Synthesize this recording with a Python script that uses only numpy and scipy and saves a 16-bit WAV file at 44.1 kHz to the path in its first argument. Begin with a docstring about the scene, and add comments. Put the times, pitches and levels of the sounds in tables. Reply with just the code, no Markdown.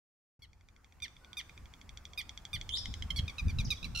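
"""After a short silence, wind and open-air hush start abruptly, with a sharp lapwing 'kek' close behind.
Lapwing ticks grow louder with keks between them, then quick pips take over; other birds whistle and chirp
farther off while gusts rumble. Lapwing calls are harmonic pulses and rasp through a throat filter, far birds
are wavering sine partials, wind is shaped noise with single low pushes; scattered taps make the echoes."""
import sys
import numpy as np
from scipy import signal
from scipy.fft import rfft, irfft
from scipy.io import wavfile
from scipy.ndimage import uniform_filter1d

SR = 44100
rng = np.random.default_rng(int(sys.argv[2]) if len(sys.argv) > 2 else 0)


def store_wav(level_fs):
    """Save 16-bit WAV to argv[1]."""
    pcm = np.round(np.clip(np.atleast_2d(level_fs), -1, 1) * 32767)
    wavfile.write(sys.argv[1], SR, pcm.T.astype(np.int16))


N = 176400
T = np.arange(N) / SR

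# Echo decay of the open field. Each row: frequency in Hz, time to fall 60 dB in s.
FIELD_T60 = [(500, 0.35), (3000, 0.61), (5200, 0.64), (8000, 1), (15000, 0.23)]


def amp(db):
    """Decibels to gain."""
    return 10 ** (np.asarray(db) / 20)


def evened(x):
    """Scales to rms 1."""
    return x / np.sqrt(np.mean(x ** 2) + 1e-20)


def read(points, hz):
    """Interpolates a curve on a log-frequency axis."""
    f, value = np.transpose(points)
    return np.interp(np.log(hz + 1), np.log(f + 1), value)


def add(mix, start_s, sound):
    """Mixes a sound in at start_s, cut at the end of the mix."""
    part = mix[..., round(start_s * SR):][..., :sound.shape[-1]]
    part += sound[..., :part.shape[-1]]


def waver(size, hz):
    """Smooth random drift: noise of rms 1 under a Gaussian low-pass of width hz."""
    f = np.fft.rfftfreq(16384, 1 / SR)
    spectrum = rfft(rng.standard_normal(2 * len(f) - 2))
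    return evened(irfft(spectrum * np.exp(-(f / hz) ** 2)))[:size]


def noise(points, same, patchy_db):
    """Stereo noise with a spectrum, a left-right likeness and drifting patches."""
    hz = np.fft.rfftfreq(2048, 1 / SR)
    a, b, c, d, patches = rng.standard_normal((5, len(hz), N // 512 + 5))
    likeness = np.clip(read(same, hz), -1, 1)[:, None]
    left = a + 1j * b
    right = likeness * left + np.sqrt(1 - likeness ** 2) * (c + 1j * d)
    patches = uniform_filter1d(patches, size=8, axis=1)  # over time
    patches = evened(uniform_filter1d(patches, size=14, axis=0))  # over frequency
    z = np.array([left, right]) * amp(read(points, hz)[:, None] + patchy_db * patches)
    return evened(signal.istft(z, nperseg=2048, noverlap=1536)[1][:, :N])


def echoes(x, t60):
    """Scattered reflections, different on each side, each band dying at its own speed."""
    kept = rng.standard_normal((2, SR)) * (rng.random((2, SR)) < .1)
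    taps = kept * (np.arange(SR) > 60)
    hz, t, z = signal.stft(taps, SR, nperseg=256)
    decay = amp(-60 * t / read(t60, hz)[:, None])
    tail = signal.istft(z * decay, SR, nperseg=256)[1]
    band = abs(rfft(tail[0], SR))[2000:6000]  # 1 Hz bins: unit gain at 2-6 kHz
    tail = tail / np.sqrt(np.mean(band ** 2))
    return signal.fftconvolve(np.atleast_2d(x), tail, axes=1)[:, :N]


def wind():
    """Low buffeting noise that changes colour in the gusts, over the hush of open air."""
    # Gust level. Each row: time in s, level before trim in dB.
    gusts = [(0.45, -61), (0.93, -66.5), (1.04, -53.5), (1.06, -67), (1.59, -59), (1.62, -50.5),
             (1.77, -64.5), (1.96, -51.5), (2.01, -59), (2.41, -56), (2.47, -67), (2.56, -44.5),
             (2.67, -51), (2.74, -45), (2.77, -50.5), (2.86, -46), (2.9, -35), (2.94, -48), (3.06, -39.5),
             (3.08, -51.5), (3.12, -40.5), (3.24, -38.5), (3.31, -49.5), (3.36, -56.5), (3.47, -25.5),
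             (3.5, -39), (3.6, -32), (3.64, -38), (3.67, -34.5), (3.81, -56.5), (3.83, -43.5), (4.0, -44.5)]
    # Rumble spectra, calm and gusty. Each row: frequency in Hz, relative level in dB.
    calm_spectrum = [(20, -9.5), (40, 7), (65, 7), (85, 4.5), (110, -10.5), (220, -15), (300, -29),
                     (500, -26), (1100, -69)]
    gusty_spectrum = [(20, -6.5), (40, -2), (62, 2.5), (100, -6.5), (150, -10), (240, -19), (330, -32.5),
                      (500, -45.5), (1000, -75), (3000, -90)]
    # Hush spectrum. Each row: frequency in Hz, relative level in dB.
    air_spectrum = [(100, 12.5), (300, 4.5), (600, -1), (1150, 3), (1700, -3), (2400, -5.5), (3500, -15.5),
                    (5000, -10), (7000, -13), (10000, -18.5), (15000, -20)]
    # Hush level. Each row: time in s, level in dB.
    air_level = [(.4, -73), (.7, -70), (1.0, -66), (1.45, -60.5), (2.1, -61.5), (2.8, -57.5), (3.5, -55.5),
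                 (4, -58)]
    # Hush left-right likeness. Each row: frequency in Hz, correlation from -1 to 1.
    air_same = [(60, 0.99), (150, 1), (380, 0.28), (950, 0.66), (2380, 0.64), (5980, 0.22), (15000, -0.072)]
    calm_db, gusty_db, trim_db = -51.5, -37, 0.5
    level_db = np.interp(T, *np.transpose(gusts))
    gusty = np.clip((level_db - calm_db) / (gusty_db - calm_db), 0, 1)
    same = [(30, .97), (70, .93), (130, .7), (250, .2)]  # Hz, correlation
    rumble = np.sqrt(1 - gusty) * noise(calm_spectrum, same, patchy_db=1.5)
    rumble = rumble + np.sqrt(gusty) * noise(gusty_spectrum, same, patchy_db=3.0)
    rumble /= np.sqrt(uniform_filter1d((rumble ** 2).mean(0), size=3000))  # level then follows gusts
    hush = amp(np.interp(T, *np.transpose(air_level))) * noise(air_spectrum, air_same, patchy_db=1.92)
    return amp(level_db + trim_db) * rumble + hush


def voice(hz, envelope, throat, rasp_db, low_db, upper_db, fifth_db, shrill_db, pan_db):
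    """Pulses from the syrinx, raspy and duller as the effort drops, ring the throat and beak."""
    # Left-right balance. Each row: frequency in Hz, left minus right in dB.
    ears = [(1000, 7.5), (4000, -0.5), (6000, 5), (7000, 4), (8500, -14.5), (11000, -11), (15000, -8.5)]
    jitter, jitter_hz, shimmer_db, dulling = 0.0045, 513, -0.1, 0.39  # jitter: rms fraction of pitch
    turns = np.cumsum(hz * (1 + jitter * waver(len(hz), jitter_hz))) / SR - .25
    effort = envelope / envelope.max()
    pulses = np.sqrt(2) * sum(effort ** (dulling * max(k - 3, 0)) * np.cos(2 * np.pi * k * turns)
                              for k in range(1, 14))
    hiss = rng.standard_normal(4096)[:len(hz)]
    rasp = amp(rasp_db) * np.std(pulses) * np.diff(hiss, prepend=0)
    shimmer = amp(shimmer_db * waver(len(hz), jitter_hz))
    drive = envelope * shimmer * (pulses + rasp)
    f = abs(np.fft.fftfreq(1024, 1 / SR))
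    beak_db = np.interp(f / hz.max(), [2, 2.8, 3.1, 3.8, 4.1, 4.8, 6, 7],  # multiples of top pitch
                        [low_db, 0, 0, upper_db, upper_db, fifth_db, fifth_db, shrill_db])
    sides_db = np.outer([.5, -.5], pan_db + read(ears, f))
    log_gain = np.log(amp(read(throat, f) + beak_db + sides_db))
    minimum_phase = np.exp(signal.hilbert(log_gain).conj())
    ring = np.fft.ifft(minimum_phase).real[:, :len(f) // 2]
    return signal.fftconvolve(drive[None], ring, axes=1)


def bounce(note):
    """A close ground reflection, a little different on each side, makes the partials uneven."""
    bounce_db, longest_s = -10.5, .0009
    delays = (rng.uniform(.3, 1, 2) * longest_s * SR).astype(int)
    reflected = np.array([np.roll(side, d) for side, d in zip(note, delays)])
    return note + amp(bounce_db) * reflected


def kek(length_s, hz, db, low_db, upper_db, fifth_db, shrill_db, pan_db):
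    """A sudden note whose pitch arches over an early peak, then drops as it fades."""
    # Voice colour. Each row: frequency in Hz, gain in dB.
    throat = [(300, -66), (1150, -26), (1600, 2.5), (2100, 1.5), (2450, -4), (3500, 0.5), (4700, -8.5),
              (6000, -11), (7200, -25), (8400, -22), (9700, -31), (11000, -30), (12300, -29), (13500, -50),
              (16000, -53)]
    rise_s, peak_s, fall_s, fall = 0.0019, 0.0091, 0.028, .21  # fall: pitch fraction lost fall_s past peak
    hold, fade_db, rasp_db, trim_db = 0.36, -14, -17, -0.37  # hold: fraction of length before the fade
    t = np.arange(0, length_s, 1 / SR)
    pitch_hz = hz * (1 - fall * ((t - peak_s) / fall_s) ** 2)
    fade = (np.maximum(t / length_s - hold, 0) / (1 - hold)) ** 2
    envelope = np.minimum(t / rise_s, 1) * amp(fade_db * fade)
    return amp(db + trim_db) * voice(pitch_hz, evened(envelope), throat, rasp_db,
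                                     low_db, upper_db, fifth_db, shrill_db, pan_db)


def tick(hz, db, low_db, upper_db, pan_db):
    """A few pulses at constant pitch under a very fast exponential decay."""
    # Voice colour. Each row: frequency in Hz, gain in dB.
    throat = [(300, -78), (1100, -25), (1650, -7), (2150, -0.5), (2700, -14.5), (3300, 1.5), (4400, -13.5),
              (5500, -12.5), (6600, -13), (8000, -27.5), (11000, -56.5), (16000, -43)]
    hold_s, decay_s, length_s, rasp_db, trim_db = .0011, .00115, .005, -11, -0.94
    t = np.arange(0, 2 * length_s, 1 / SR)
    envelope = np.exp(-np.maximum(t - hold_s, 0) / decay_s)
    envelope = evened(envelope) / np.sqrt(2)  # energy of rms 1 over length_s
    return amp(db + trim_db) * voice(hz + 0 * t, envelope, throat, rasp_db,
                                     low_db, upper_db, upper_db, upper_db, pan_db)


def lapwings():
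    """All keks, ticks and pips, with the scatter from the ground and a faint echo of the field."""
    # Each row: start in s, pitch in Hz, level before trim in dB, extra low partials in dB,
    # extra upper partials in dB, left minus right in dB.
    tick_rows = [(0.5317, 1144, -71, 9, 11, -6), (0.6098, 1147, -73.5, 12.0, 10, -3),
                 (0.6869, 1176, -64, 7.5, 7.5, -5), (0.7635, 1133, -68.0, 9.0, 7, -5),
                 (0.845, 1153, -64.0, 5.5, 7, -6), (0.9237, 1160, -64.5, 6.5, 4.5, -4),
                 (1.0022, 1150, -60, 3, 2, -6.0), (1.0808, 1145, -56.0, 3.0, 3.5, -5),
                 (1.1663, 1170, -56.5, 1.0, -3, -5), (1.2465, 1170, -53.5, 1, 0, -3),
                 (1.3311, 1180, -48.0, -0.5, 1, -8), (1.4124, 1190, -48, 2, 0, -2.0),
                 (1.495, 1196, -57, 11.5, 3.5, -5.0), (1.577, 1180, -55, 9, 4, -2),
                 (1.6568, 1150, -58.5, 5.5, 1, -5), (1.7378, 1150, -53.5, 2.0, 3, -5.5),
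                 (1.814, 1145, -54.5, 2, 4.5, -3.5), (1.8926, 1160, -49.5, -1, 3.5, -6.5),
                 (1.9735, 1145, -46.5, -3, 4, -5), (2.0532, 1160, -44.5, -5.5, 2, -4),
                 (2.1339, 1130, -52.5, -1.5, 4, -5), (2.2148, 1126, -47, -3, 5.5, -5),
                 (2.2934, 1143, -43.5, -4.5, 4, -2), (2.3755, 1127, -45, -3.5, 3.5, -4.5),
                 (2.4522, 1132, -44, -4.5, 3.5, -4.0), (2.6129, 1132, -40.0, -5, 1.5, -4.5),
                 (2.6919, 1090, -40, -6.5, 3.5, -5.5), (2.7721, 1007, -41.5, -9, 3.5, -2),
                 (2.8568, 1048.0, -38.5, -4, 0.5, -1.0), (2.94, 1056.0, -41, -5, 3.0, -2.5),
                 (3.0235, 1040, -38, -6, -1.5, -4)]
    # Each row: start in s, length in s, top pitch in Hz, level before trim in dB, extra 2nd partial
    # and below in dB, extra 4th in dB, extra 5th in dB, extra shrillness in dB, left minus right in dB.
    kek_rows = [(.4196, 0.038, 1119, -59.5, -5, 2, -1, 0.5, -1),
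                (1.0206, 0.043, 1205, -45.5, -2, 0.5, 4.5, -2, -3.5),
                (1.3689, 0.041, 1219, -42, -3, -4, 2, 0, -2.5),
                (2.175, 0.04, 1235, -43.5, 1.5, 3, -4.5, 4, -5),
                (2.5301, 0.039, 1206, -40.5, -1, -0.5, -3, 0, -4.5),
                (3.16, 0.04, 1134, -41.5, -8, 4.5, -1.5, 0, -5)]
    # Each row: start in s, length before the added rise time in s, pitch in Hz, level before trim in dB,
    # extra low partials in dB, extra upper partials in dB, left minus right in dB.
    pip_rows = [(3.103, 0.0087, 1075.0, -33.5, -3.5, -7.5, -4),
                (3.188, 0.0096, 1106, -34, -3.5, -9.5, -2.5), (3.278, 0.01, 1236, -42.0, 2.5, -4.5, -0.5),
                (3.2938, 0.013, 1160, -48.5, 7, -3, -1.0), (3.3812, 0.011, 1318, -43, 1.5, -3.5, -4),
                (3.3924, 0.016, 1250, -55.5, 14, 7.5, 1.5), (3.481, 0.0066, 1218, -54.5, 6, 5.5, -3),
                (3.4917, 0.025, 1191, -56.5, 11, 5.5, -3), (3.585, 0.01, 1324, -36.5, -4.5, -7, -6),
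                (3.5977, 0.02, 1220, -46.5, 4, 2, 1.5), (3.7029, 0.017, 1300, -32.5, -10.5, -4.5, -6),
                (3.717, 0.022, 1212, -49, 9.5, 5, -5), (3.827, 0.0086, 1288, -45, -3.5, -7, -10),
                (3.842, 0.0065, 1349, -41.5, -2, -3.0, -6.0), (3.848, 0.021, 1184, -56.5, 11, 4, -3),
                (3.948, 0.015, 1408, -39, -2.5, -6, -8.5), (3.9587, 0.0054, 1412, -36.5, -1, -0.5, -1.5),
                (3.9714, 0.013, 1425, -37.5, -2, 1, -5), (3.9861, 0.029, 1393, -37.5, -1.0, 0, -7)]
    ground_db, ground_t60_s, field_db, tick_echo_db = -7.5, 0.054, -16.5, -2.5
    treble_above_hz, treble_db = 8500, 2.5  # rough soil scatters the treble most
    ticks, notes = np.zeros((2, 2, N))
    for track, call, rows in ((ticks, tick, tick_rows), (notes, kek, kek_rows), (notes, pip, pip_rows)):
        for start_s, *row in rows:
            add(track, start_s, bounce(call(*row)))
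    thrown = notes + amp(tick_echo_db) * ticks
    high_pass = signal.butter(4, treble_above_hz, "high", fs=SR, output="sos")
    treble = signal.sosfilt(high_pass, notes)
    scatter = echoes(amp(ground_db) * thrown + amp(treble_db) * treble, [(1, ground_t60_s)])
    return ticks + notes + scatter + amp(field_db) * echoes(thrown, FIELD_T60)


def whistle(curve, overtones_db, unsteady, flutter_db):
    """A wavering, fluttering tone of a few partials along a pitch and level curve."""
    top_hz = 10220  # the air absorbs the far birds' treble
    s, hz, db = np.transpose(curve)
    t = np.arange(s[0], s[-1], 1 / SR)
    pitch_hz = np.interp(t, s, hz)
    turns = np.cumsum(pitch_hz * (1 + unsteady * waver(len(t), hz=394))) / SR
    tone = 0
    for k, level_db in enumerate(overtones_db, 1):
        absorbed = 1 + (pitch_hz * k / top_hz) ** 10
        tone = tone + amp(level_db) * np.sin(2 * np.pi * k * turns) / absorbed
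    flutter = evened(amp(flutter_db * waver(len(t), hz=159)))
    out = np.zeros(N)
    add(out, s[0], evened(tone) * flutter * amp(np.interp(t, s, db)))
    return out


def far_birds():
    """A few small chirps and one mostly rising whistle, with long echoes."""
    # Rising whistle. Each row: time in s, pitch in Hz, level before mix gain in dB.
    whistle_curve = [(2.692, 3150, -51), (2.703, 3100, -48), (2.72, 3354, -46.5), (2.737, 3565, -39),
                     (2.752, 3910, -41), (2.764, 5010, -39.5), (2.778, 5240, -36), (2.79, 5020, -52),
                     (2.8, 4660, -47)]
    # Whistle partials from the fundamental up: relative level in dB.
    whistle_partials_db = [-5.5, -24.5, -20.5]
    # Chirps, one list each. Each row: time in s, pitch in Hz, level in dB.
    chirp_curves = [
        [(3.644, 7180, -62), (3.651, 5840, -45.5), (3.656, 4720, -45.5), (3.664, 5270, -59), (3.671, 5550, -56),
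         (3.677, 3130, -59), (3.695, 2690, -74)],
        [(3.759, 6030, -54), (3.763, 5650, -67), (3.768, 3550, -55), (3.777, 3360, -51), (3.783, 3400, -68)],
        [(1.21, 1480, -70), (1.26, 1473, -66), (1.3, 1472, -65), (1.33, 1460, -83)],
    ]
    dry_db, scatter_db, whistle_wet_db, chirp_wet_db = -5.5, 2.5, -4, 0
    loud = whistle(whistle_curve, whistle_partials_db, unsteady=.03, flutter_db=4)
    small = sum(whistle(curve, [-6, -32, -24], unsteady=0.0029, flutter_db=1.5)
                for curve in chirp_curves)
    scatter = amp(scatter_db) * echoes(loud, [(1, 0.18)])
    field = echoes(amp(whistle_wet_db) * loud + amp(chirp_wet_db) * small, FIELD_T60)
    return amp(dry_db) * loud + small + scatter + field


def buffets():
    """Each eddy gives the microphone one short push, a Ricker pulse."""
    # Single wind buffets. Each row: centre time in s, pitch in Hz, peak in dB.
    pushes = [(2.55, 104, -37.5), (2.902, 78, -31.5), (3.197, 108, -26), (3.236, 60, -27), (3.472, 84, -29),
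              (3.6, 87.5, -22), (3.673, 88, -33)]
    out, t = np.zeros(N), np.arange(-.03, .03, 1 / SR)
    for s, hz, db in pushes:
        u = (np.pi * hz * t) ** 2
        add(out, s + t[0], amp(db) * (1 - 2 * u) * np.exp(-u))
    return out


def pip(length_s, hz, db, low_db, upper_db, pan_db):
    """A clipped note whose pitch sags as it fades."""
    # Voice colour. Each row: frequency in Hz, gain in dB.
    throat = [(300, -45), (1250, -24), (1700, -19.5), (2500, -3.5), (3700, -3.5), (5000, -8), (6200, -11),
              (7400, -22.5), (8800, -33), (11400, -31), (13000, -42), (16000, -44)]
    rise_s, sag_per_s, fade_db, rasp_db, trim_db = 0.0026, 5.75, -10.5, -5, 0.87
    t = np.arange(0, length_s + rise_s, 1 / SR)
    edges = np.clip(np.minimum(t, t[-1] - t) / rise_s, 0, 1)
    envelope = edges * amp(fade_db * (t / length_s) ** 3)
    pitch_hz = hz * (1 - sag_per_s * t ** 2 / length_s)
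    return amp(db + trim_db) * voice(pitch_hz, evened(envelope), throat, rasp_db,
                                     low_db, upper_db, upper_db, upper_db, pan_db)


def scene():
    """Wind, lapwings and far birds; the far birds sit slightly left."""
    far_pan_db = 1  # left minus right
    far = far_birds() * amp(np.array([[.5], [-.5]]) * far_pan_db)
    return wind() + lapwings() + far + buffets()


def record(dry):
    """The sound starts after a moment of silence, under a steep low-pass."""
    silent_until_s, fade_in_s, edge_hz = .392, 0.0015, 15800
    opened = dry * np.clip((T - silent_until_s) / fade_in_s, 0, 1)
    low_pass = signal.firwin(511, edge_hz, window=("kaiser", 9), fs=SR)
    return signal.oaconvolve(opened, low_pass[None], "same")


dry = scene()
out = record(dry)
store_wav(out)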